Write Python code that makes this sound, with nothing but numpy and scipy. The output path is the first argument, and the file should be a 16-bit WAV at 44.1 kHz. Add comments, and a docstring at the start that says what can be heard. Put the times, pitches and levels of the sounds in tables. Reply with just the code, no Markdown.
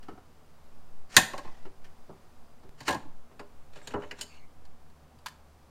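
"""Opening a car bonnet

A car stands on a quiet suburban drive. Its release cable is pulled and the latch springs open with a bang;
then hands rattle the bonnet on its safety catch, lift it and free the prop rod. Random shakes drive resonances
for the knocks, and uneven slips do so for the rubbing; squeaks are gliding tones. Shaped noise makes far
traffic, hum, insects and gusts, beside a drone; houses answer with a fading noise tail."""
import sys
import numpy as np
from scipy import signal
from scipy.fft import rfft, irfft, next_fast_len
from scipy.io import wavfile
from scipy.ndimage import map_coordinates

SR = 44100
rng = np.random.default_rng(int(sys.argv[2]) if len(sys.argv) > 2 else 0)


def pcm_store(signal):
    """Save signal as 16-bit PCM."""
    levels = np.round(np.clip(np.atleast_2d(signal), -1, 1) * 32767)
    wavfile.write(sys.argv[1], SR, levels.astype(np.int16).T)


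N = 251491

# Spectra of the steady sounds, relative: (f/Hz, level/dB per Hz)
TRAFFIC_SPECTRUM = [(20, -4), (40, -10.5), (60, -13.5), (110, -12.5), (200, -19.5), (400, -17), (800, -18),
                    (1200, -20.5), (1700, -27.5), (3000, -32.5), (6000, -36), (15800, -43)]
GUST_SPECTRUM = [(1, -4.5), (3, 3), (8, -12), (20, -33.5), (40, -47.5), (80, -120)]
SIDE_HISS_SPECTRUM = [(15, -62), (25, -17), (4450, -10.5), (5670, -6), (12100, -4), (15800, -9.5)]
# How loud the air sounds are over time: (t/s, level/dB)
DRONE_LEVEL = [(0, -58), (1, -62), (2, -64.5), (2.69, -62.5), (2.75, -68), (4, -62), (4.3, -60.5),
               (5.7, -58.5)]
INSECT_LEVEL = [(0, -86), (2.5, -83.5), (3.6, -102), (5.7, -88)]
GUST_LEVEL = [(0, -39.5), (0.3, -54), (0.97, -32.5), (1.22, -46.5), (1.45, -33), (2.02, -36.5),
              (2.14, -47.5), (2.75, -41), (2.86, -54.5), (3.13, -33.5), (3.37, -36.5), (3.76, -43),
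              (3.91, -49.5), (4.6, -37.5), (5.03, -60.5), (5.7, -58.5)]
# Bands of hum above the drone: (f/Hz, width/Hz, level/dB)
HUM_BANDS = [(149, 8, -0.5), (237.2, 10, -4.5), (289, 2.5, -7), (745, 20, -12.5)]
# How fast the answer of the houses fades by 60 dB: (f/Hz, t60/s)
HOUSE_FADE = [(100, .5), (600, 0.46), (2000, 0.37), (6000, 0.33), (14000, 0.33)]
# Treble-leaning difference of the two channels: (f/Hz, side level re mid/dB)
CHANNEL_DIFFERENCE = [(25, -45), (1000, -53.5), (4000, -35.5), (12000, -28)]
# Single contacts: (t/s, middle steel level/dB, dullness = low steel over middle/dB,
# panel level/dB, panel thud level/dB)
SILL_HITS = [(0.0266, -59, 2.1, -61, -55), (0.0828, -59, 5.6, -35, -51.5), (0.1236, -73, 1.5, -52.5, -49),
             (0.1744, -72, 7, -46, -63)]
LATCH_HITS = [(1.1655, -9.5, 1.5, -19.5, -26.5), (1.3337, -50, 8, -32, -55), (1.3786, -43.5, 1.5, -37, -81),
              (1.4477, -61, 9.5, -40.5, -49.5), (1.4741, -62, 9, -45.5, -54), (2.8047, -46, 1, -45, -48.5),
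              (2.88, -29.5, 6.5, -24, -41), (3.0496, -71.5, 3, -57, -46)]
DOOR_HITS = [(1.6502, -61.5, 8.7, -44, -56.5), (1.8423, -58, 4, -64.5, -62.5),
             (2.0911, -73, 1.6, -40.5, -50), (2.6284, -68, 1.7, -50.5, -51),
             (3.3116, -73.5, 9.6, -51.5, -60.5)]
CATCH_HITS = [(3.394, -50.5, 5.5, -40, -49.5), (3.7579, -55.5, 5.5, -46, -58), (3.7875, -65, 8, -69, -79),
              (3.8144, -63, 10, -53, -81), (3.8725, -39.5, -4.5, -43, -53), (3.905, -56, 9, -47, -47.5),
              (4.02, -59, 11, -41.5, -67), (4.035, -60, 14.5, -43, -52.5), (4.1106, -45.5, 11, -44, -59),
              (4.2105, -32.5, -9, -47, -68), (4.229, -47, -7.5, -57, -55)]
ROD_HITS = [(4.6513, -59.5, -3, -62, -60), (4.8994, -68, -2.5, -67.5, -61),
            (5.1873, -63.5, -7, -65.5, -68.5), (5.2599, -39.5, 0.5, -36, -65), (5.2655, -40.5, 2, -37, -70),
            (5.283, -48, -8, -52, -70)]
# Rattles of the bonnet on its hook: the five contact columns for the first touch, then
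# what each rebound loses: (steel loss/dB, panel loss/dB, thud loss/dB)
LATCH_RATTLES = [(1.1754, -26, 1.5, -22.5, -34, 4.5, 11, 4),
                 (2.8875, -32.5, 1.2, -26, -35.5, 3.1, 1.5, 0.5)]
CATCH_RATTLES = [(3.938, -55.5, 14, -25.5, -37, 14, 8.7, 6.7)]
# Resonances of each part, relative: (f/Hz, width/Hz, level/dB)
SILL_TRIM = [(132, 67, -1), (243, 74, 3), (376, 110, 2.5), (476, 145, -2), (730, 110, -6),
             (1330, 210, -5.5)]
LATCH_STEEL = [(1518, 24, -6.5), (1643, 24, 9), (1793, 62, 4.5), (2040, 110, 3.5), (2097, 130, -2.5),
               (2550, 70, 5), (2846, 77, -4.5), (3570, 450, 0.5), (4030, 62, -1), (4120, 66, 3.5),
               (4640, 92, -8), (6204, 59, -8.5), (7080, 400, -0.5), (7700, 75, -7), (8600, 600, -3.5),
               (9400, 57, -3), (13120, 480, -8.5), (13700, 300, -10)]
CLOSED_BONNET = [(85, 80, -14.5), (135, 72, -9.5), (218, 60, -10), (325, 88, -6.5), (564, 51, -4.5),
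                 (638, 45, -7.5), (755, 38, 1.5), (788, 100, 0), (897, 180, -4), (1081, 58, -1.5)]
LATCH_SPRING = [(1910, 200, 2), (2050, 200, 2.5), (590, 400, -1), (4200, 350, -9.5)]
DOOR_SKIN = [(129, 97, 5.5), (224, 97, 6), (385, 22, 9), (484, 54, -1.5), (704, 520, -8), (1250, 1800, -60)]
CATCH_STEEL = [(1610, 190, -3.5), (2090, 170, 4.5), (2403, 580, -6.5), (2990, 120, 3.5), (3830, 310, -10),
               (4800, 860, 1.5), (5270, 63, -13), (6690, 120, 9.5), (7540, 240, -0.5), (8510, 180, 4.5),
               (10887, 69, -20)]
LIFTED_BONNET = [(85, 40, -5), (154, 48, -2), (185, 32, -2.5), (246, 40, -1.5), (323, 38, -3.5),
                 (406.7, 13.6, 3), (503, 34, -2.5), (591, 34, -1.5), (965, 270, -9), (1058, 37, -4.5),
                 (1530, 1200, -12.5)]
ROD_STEEL = [(1763, 90, 0), (3300, 52, -8), (4210, 118, -2), (4550, 39, -9.5), (4650, 61, 7),
             (6660, 32, -13), (7280, 77, -10), (7850, 57, -12)]
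ROD_CLIP = [(197.8, 383, -30), (570, 470, -13), (1010, 99, 13)]
# Spectra of the shakes for middle, low and high steel, panel and thud, one list each: (f/Hz, level/dB)
SHAKE_SPECTRA = [
    [(2300, -31), (3000, 2), (6000, -6), (7500, -30)],
    [(1000, -30.5), (1350, 2), (3000, -3), (3900, -32.5)],
    [(4800, -31), (6000, 3.5), (11000, -3), (14000, -8), (16000, -17)],
    [(190, -31), (280, -1.5), (1350, -2), (2500, -28), (5000, -61)],
    [(30, -18), (60, 0), (280, 4), (420, -31.5), (2000, -83)],
]
# Rubbing strokes: (start t/s, end t/s, first level/dB, last level/dB)
CABLE_STROKES = [(1.1, 1.168, -58.5, -37.5), (2.79, 2.855, -58, -57), (2.86, 2.882, -49.5, -34.5)]
SPRING_STROKES = [(1.19, 1.64, -48.5, -66)]
FINGER_STROKES = [(3.735, 3.8, -59.5, -61.5), (3.83, 3.94, -61, -55), (4.0, 4.18, -65, -66),
                  (4.185, 4.21, -55.5, -51), (4.22, 4.38, -69, -64.5)]
# Whining dry pivots: (start t/s, length/s, level/dB, first f/Hz, last f/Hz)
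SQUEAKS = [(3.813, 0.061, -65, 7400, 7600), (3.818, 0.051, -62, 8150, 8350), (4.016, .09, -70, 6600, 6640),
           (4.202, 0.23, -62, 4780, 4300), (4.214, 0.227, -71, 6620, 6500), (4.289, 0.13, -60, 2500, 2970),
           (4.293, 0.094, -63, 2230, 2360), (4.36, 0.134, -64, 2290, 2140)]

TOP_HZ = 15800  # band limit
TRAFFIC_DB, SWELL_DB = -60, 0.7  # mean level of the far road, size of its swell
DRONE_HZ = 74  # middle of its wandering pitch
REBOUNDS, REBOUND_S = 3, 0.019  # rebounds per rattle, time between them
STROKE_EDGE_DB_PER_S = 1500  # how fast a stroke sets in and lets go
POP_S, POP_DB, POP_DECAY_S = 2.6931, -40, 0.009
HIGH_DULLS, HIGH_GROWS = 0.27, 0.12  # dB the high steel loses per dB of dullness and per dB of weaker blow
CRACK_T60 = 0.008  # fade time of the first hard touch of bare metal, s


def amp(db):
    """Turn decibels into gain."""
    return 10 ** (np.asarray(db) / 20)


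def unit(x):
    """Scale a sound to rms 1."""
    return x / np.sqrt(np.mean(x ** 2) + 1e-20)


def along(points, hz):
    """Read values between (f/Hz, value) points on a log axis."""
    f, v = np.transpose(points)
    return np.interp(np.log(hz + 1), np.log(f + 1), v)


def gain_over_time(points):
    """Turn (t/s, level/dB) points into one gain per sample."""
    s, db = np.transpose(points)
    return amp(np.interp(np.arange(N) / SR, s, db))


def wobble(rate):
    """A smooth random curve through 'rate' random points a second."""
    knots = rng.standard_normal(int(N * rate / SR) + 4)
    return map_coordinates(knots, [np.arange(N) * rate / SR])


def filtered(x, response):
    """Reshape x by a complex response to frequency."""
    m = next_fast_len(x.shape[-1] + 8192)
    spectrum = rfft(x, m) * response(np.fft.rfftfreq(m, 1 / SR))
    return irfft(spectrum, m)[..., :x.shape[-1]]


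def modes(table):
    """A body answers a push most strongly at its resonances, and only after the push."""
    def response(f):
        total = 0
        for k, (centre, width, db) in enumerate(table):
            damping = 1j * f * width
            total = total + (-1) ** k * amp(db) * damping / (centre ** 2 - f ** 2 + damping)
        return total
    return response


def noise(response):
    """Coloured noise of rms 1."""
    return unit(filtered(rng.standard_normal(N), response))


def contacts(table, steel, panel, carpet_db, hard_s, soft_s, steel_t60, panel_t60, crack_db):
    """Each contact chatters briefly and rings three groups of steel modes; another shake rings the panel."""
    out, t = np.zeros(N + SR), np.arange(SR // 4) / SR
    f, start = np.fft.rfftfreq(SR // 2, 1 / SR), slice(0, SR // 80)
    spectra = np.array([amp(along(g, f)) for g in SHAKE_SPECTRA])
    cushion = modes(panel)(f) / (1 + 1j * f / 2500) ** 2  # a cushioned blow carries little treble
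    knock = cushion * (1j * f / (200 + 1j * f)) ** 2  # the panel's knock lies above its thud
    thud = cushion / (1 + 1j * f / 300) ** 2
    lives = np.array([steel_t60, 1.4 * steel_t60, 1.2 * steel_t60, panel_t60, 1.1 * panel_t60])
    rises = np.array([hard_s, hard_s, hard_s, soft_s, 2 * soft_s])
    envelope = amp(-60 * t / lives[:, None]) * (1 - np.exp(-t / rises[:, None]))
    push = 1.3 * t / soft_s * np.exp(1 - t / soft_s)  # the blow itself
    for s, steel_db, dull_db, panel_db, thud_db in table:
        high_db = steel_db - HIGH_DULLS * dull_db + HIGH_GROWS * steel_db
        levels = [steel_db, steel_db + dull_db, high_db, panel_db, thud_db]
        rough = irfft(rfft(rng.standard_normal((5, SR // 2))) * spectra)[:, :len(t)]
        shakes = rough * envelope
        shakes[:3] *= 1 + amp(crack_db - 60 * t / CRACK_T60)
        shakes[3:] += push * np.std(rough[3:], axis=1, keepdims=True)
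        # random scatter: no two blows land alike
        struck = [(hz, width, db + rng.normal(0, 2.5)) for hz, width, db in steel]
        ring = modes(struck)(f) + amp(carpet_db)  # named modes stand on a dense carpet of small ones
        parts = irfft(rfft(shakes, SR // 2) * [ring, ring, ring, knock, thud])
        # over its first 1/80 s each part lies 5 dB below its table level
        parts *= amp(np.subtract(levels, 5))[:, None] / np.std(parts[:, start], axis=1, keepdims=True)
        out[round(s * SR):][:SR // 2] += parts.sum(axis=0)
    return out[:N]


def rattled(table):
    """A rattle is a first contact and evenly spaced rebounds that each lose a little."""
    hits = []
    for s, steel_db, dull_db, panel_db, thud_db, steel_loss, panel_loss, thud_loss in table:
        for k in range(REBOUNDS + 1):
            hits.append((s + k * REBOUND_S, steel_db - k * steel_loss, dull_db,
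                         panel_db - k * panel_loss, thud_db - k * thud_loss))
    return hits


def strokes(table):
    """Each stroke sets in fast, drifts from its first level to its last and lets go."""
    t, total = np.arange(N) / SR, np.zeros(N)
    for start, end, first_db, last_db in table:
        outside_s = np.maximum(0, np.maximum(start - t, t - end))
        drift_db = np.interp(t, [start, end], [first_db, last_db])
        total += amp(drift_db - STROKE_EDGE_DB_PER_S * outside_s)
    return total


def rubbing(table, body, lumpy_db, carpet_db):
    """Uneven slips excite a body's resonances, with the treble softened."""
    slips = rng.standard_normal(N) * amp(lumpy_db * wobble(130))
    rubbed = filtered(slips, lambda f: (modes(body)(f) + amp(carpet_db)) / (1 + (f / 6500) ** 4))
    return strokes(table) * unit(rubbed)


def traffic():
    """A far road: mostly low noise that swells slightly."""
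    return amp(TRAFFIC_DB + SWELL_DB * wobble(3.0)) * noise(lambda f: amp(along(TRAFFIC_SPECTRUM, f)))


def machine_drone():
    """A low sine whose level and pitch waver."""
    phase = 2 * np.pi * np.cumsum(DRONE_HZ + 2.0 * wobble(10)) / SR
    return gain_over_time(DRONE_LEVEL) * amp(2.4 * wobble(13)) * np.sin(phase)


def machine_hum():
    """Noise through narrow resonances, cut off at 900 Hz."""
    return amp(-65.5) * noise(lambda f: modes(HUM_BANDS)(f) * (f < 900))


def insects():
    """A thin, far band of hiss around 4850 Hz."""
    return gain_over_time(INSECT_LEVEL) * noise(lambda f: modes([(4850, 400, 0)])(f) ** 2)


def gusts():
    """Slow wind pressure on the microphone: very low noise that rises and falls."""
    return gain_over_time(GUST_LEVEL) * noise(lambda f: amp(along(GUST_SPECTRUM, f)))


def side_hiss():
    """A very faint hiss, opposite in the two channels."""
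    return amp(-84.0) * noise(lambda f: amp(along(SIDE_HISS_SPECTRUM, f)))


def sill():
    """Small contacts on the sill ring steel and trim."""
    return contacts(SILL_HITS, LATCH_STEEL, SILL_TRIM, carpet_db=8, hard_s=0.0013, soft_s=0.00077,
                    steel_t60=0.11, panel_t60=0.13, crack_db=-15)


def houses(x):
    """The street answers with a noise tail in which each frequency dies at its own speed."""
    hz, t, z = signal.stft(rng.standard_normal(SR), SR, nperseg=256)
    fade = amp(-60 * t / along(HOUSE_FADE, hz)[:, None])
    tail = signal.istft(z * fade, SR, nperseg=256)[1]
    delayed = np.pad(x, (400, 0))  # 400 samples, about 9 ms
    return signal.fftconvolve(delayed, tail / np.linalg.norm(tail))[:N]


def release_cable():
    """The dragged cable slips unevenly and excites the latch steel."""
    return rubbing(CABLE_STROKES, LATCH_STEEL, lumpy_db=2.7, carpet_db=3.6)


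def latch():
    """The latch bangs and the bonnet shakes on its hook: ringing steel and panel."""
    return contacts(LATCH_HITS + rattled(LATCH_RATTLES), LATCH_STEEL, CLOSED_BONNET, carpet_db=-4.5,
                    hard_s=0.0008, soft_s=0.00037, steel_t60=0.06, panel_t60=0.11, crack_db=3)


def latch_spring():
    """The spring shivers on: uneven slips through its resonances, fading."""
    return rubbing(SPRING_STROKES, LATCH_SPRING, lumpy_db=1.5, carpet_db=-8)


def door():
    """Soft contacts on the door ring its skin, with dull steel."""
    return contacts(DOOR_HITS, LATCH_STEEL, DOOR_SKIN, carpet_db=8, hard_s=0.0042, soft_s=0.0012,
                    steel_t60=0.085, panel_t60=0.19, crack_db=-25)


def pop():
    """One faint dry pop: a small sudden step that dies away within a few milliseconds."""
    t = np.arange(N) / SR - POP_S
    return amp(POP_DB) * (t > 0) * np.exp(-np.maximum(t, 0) / POP_DECAY_S)


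def safety_catch():
    """Knocks and a rattle on the safety catch ring its steel and the lifted bonnet."""
    return contacts(CATCH_HITS + rattled(CATCH_RATTLES), CATCH_STEEL, LIFTED_BONNET, carpet_db=-9.0,
                    hard_s=0.0012, soft_s=0.00042, steel_t60=0.055, panel_t60=0.15, crack_db=6)


def groping_fingers():
    """Fingers grope for the catch: uneven slips excite its steel."""
    return rubbing(FINGER_STROKES, CATCH_STEEL, lumpy_db=2.5, carpet_db=3)


def squeaks():
    """Dry pivots and springs whine on a rough, gliding pitch."""
    out, rough, waver = np.zeros(N), unit(0.35 + wobble(420)), 1 + 0.012 * wobble(64)
    for s, length, db, first_hz, last_hz in SQUEAKS:
        u = np.linspace(0, 1, round(length * SR))  # progress from 0 to 1
        span = slice(round(s * SR), round(s * SR) + len(u))
        pitch_hz = (first_hz + (last_hz - first_hz) * u) * waver[span]
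        swell = np.sin(np.pi * u ** 0.74)
        grain = np.roll(rough, rng.integers(N))[span]
        out[span] += amp(db) * swell * grain * np.sin(2 * np.pi * np.cumsum(pitch_hz) / SR)
    return out


def prop_rod():
    """The rod knocks in its clip: light ringing steel and a short clip sound."""
    return contacts(ROD_HITS, ROD_STEEL, ROD_CLIP, carpet_db=-3, hard_s=0.00077, soft_s=0.0021,
                    steel_t60=0.046, panel_t60=0.016, crack_db=3.0)


def scene():
    """One microphone feeds both channels; they differ only faintly, most in the treble."""
    air = traffic() + machine_drone() + machine_hum() + insects() + gusts()
    car = (sill() + release_cable() + latch() + latch_spring() + door()
           + safety_catch() + groping_fingers() + squeaks() + prop_rod())
    mid = car + amp(-14.5) * houses(car) + air + pop()
    side = side_hiss() + filtered(mid, lambda f: 1j * amp(along(CHANNEL_DIFFERENCE, f)))
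    return np.array([mid + side, mid - side])


def record(dry):
    """Peaks are rounded off towards full scale; then all above the band limit is removed."""
    held = dry / (1 + np.abs(dry) ** 8) ** (1 / 8)
    return filtered(held, lambda hz: hz < TOP_HZ)


dry = scene()
out = record(dry)
pcm_store(out)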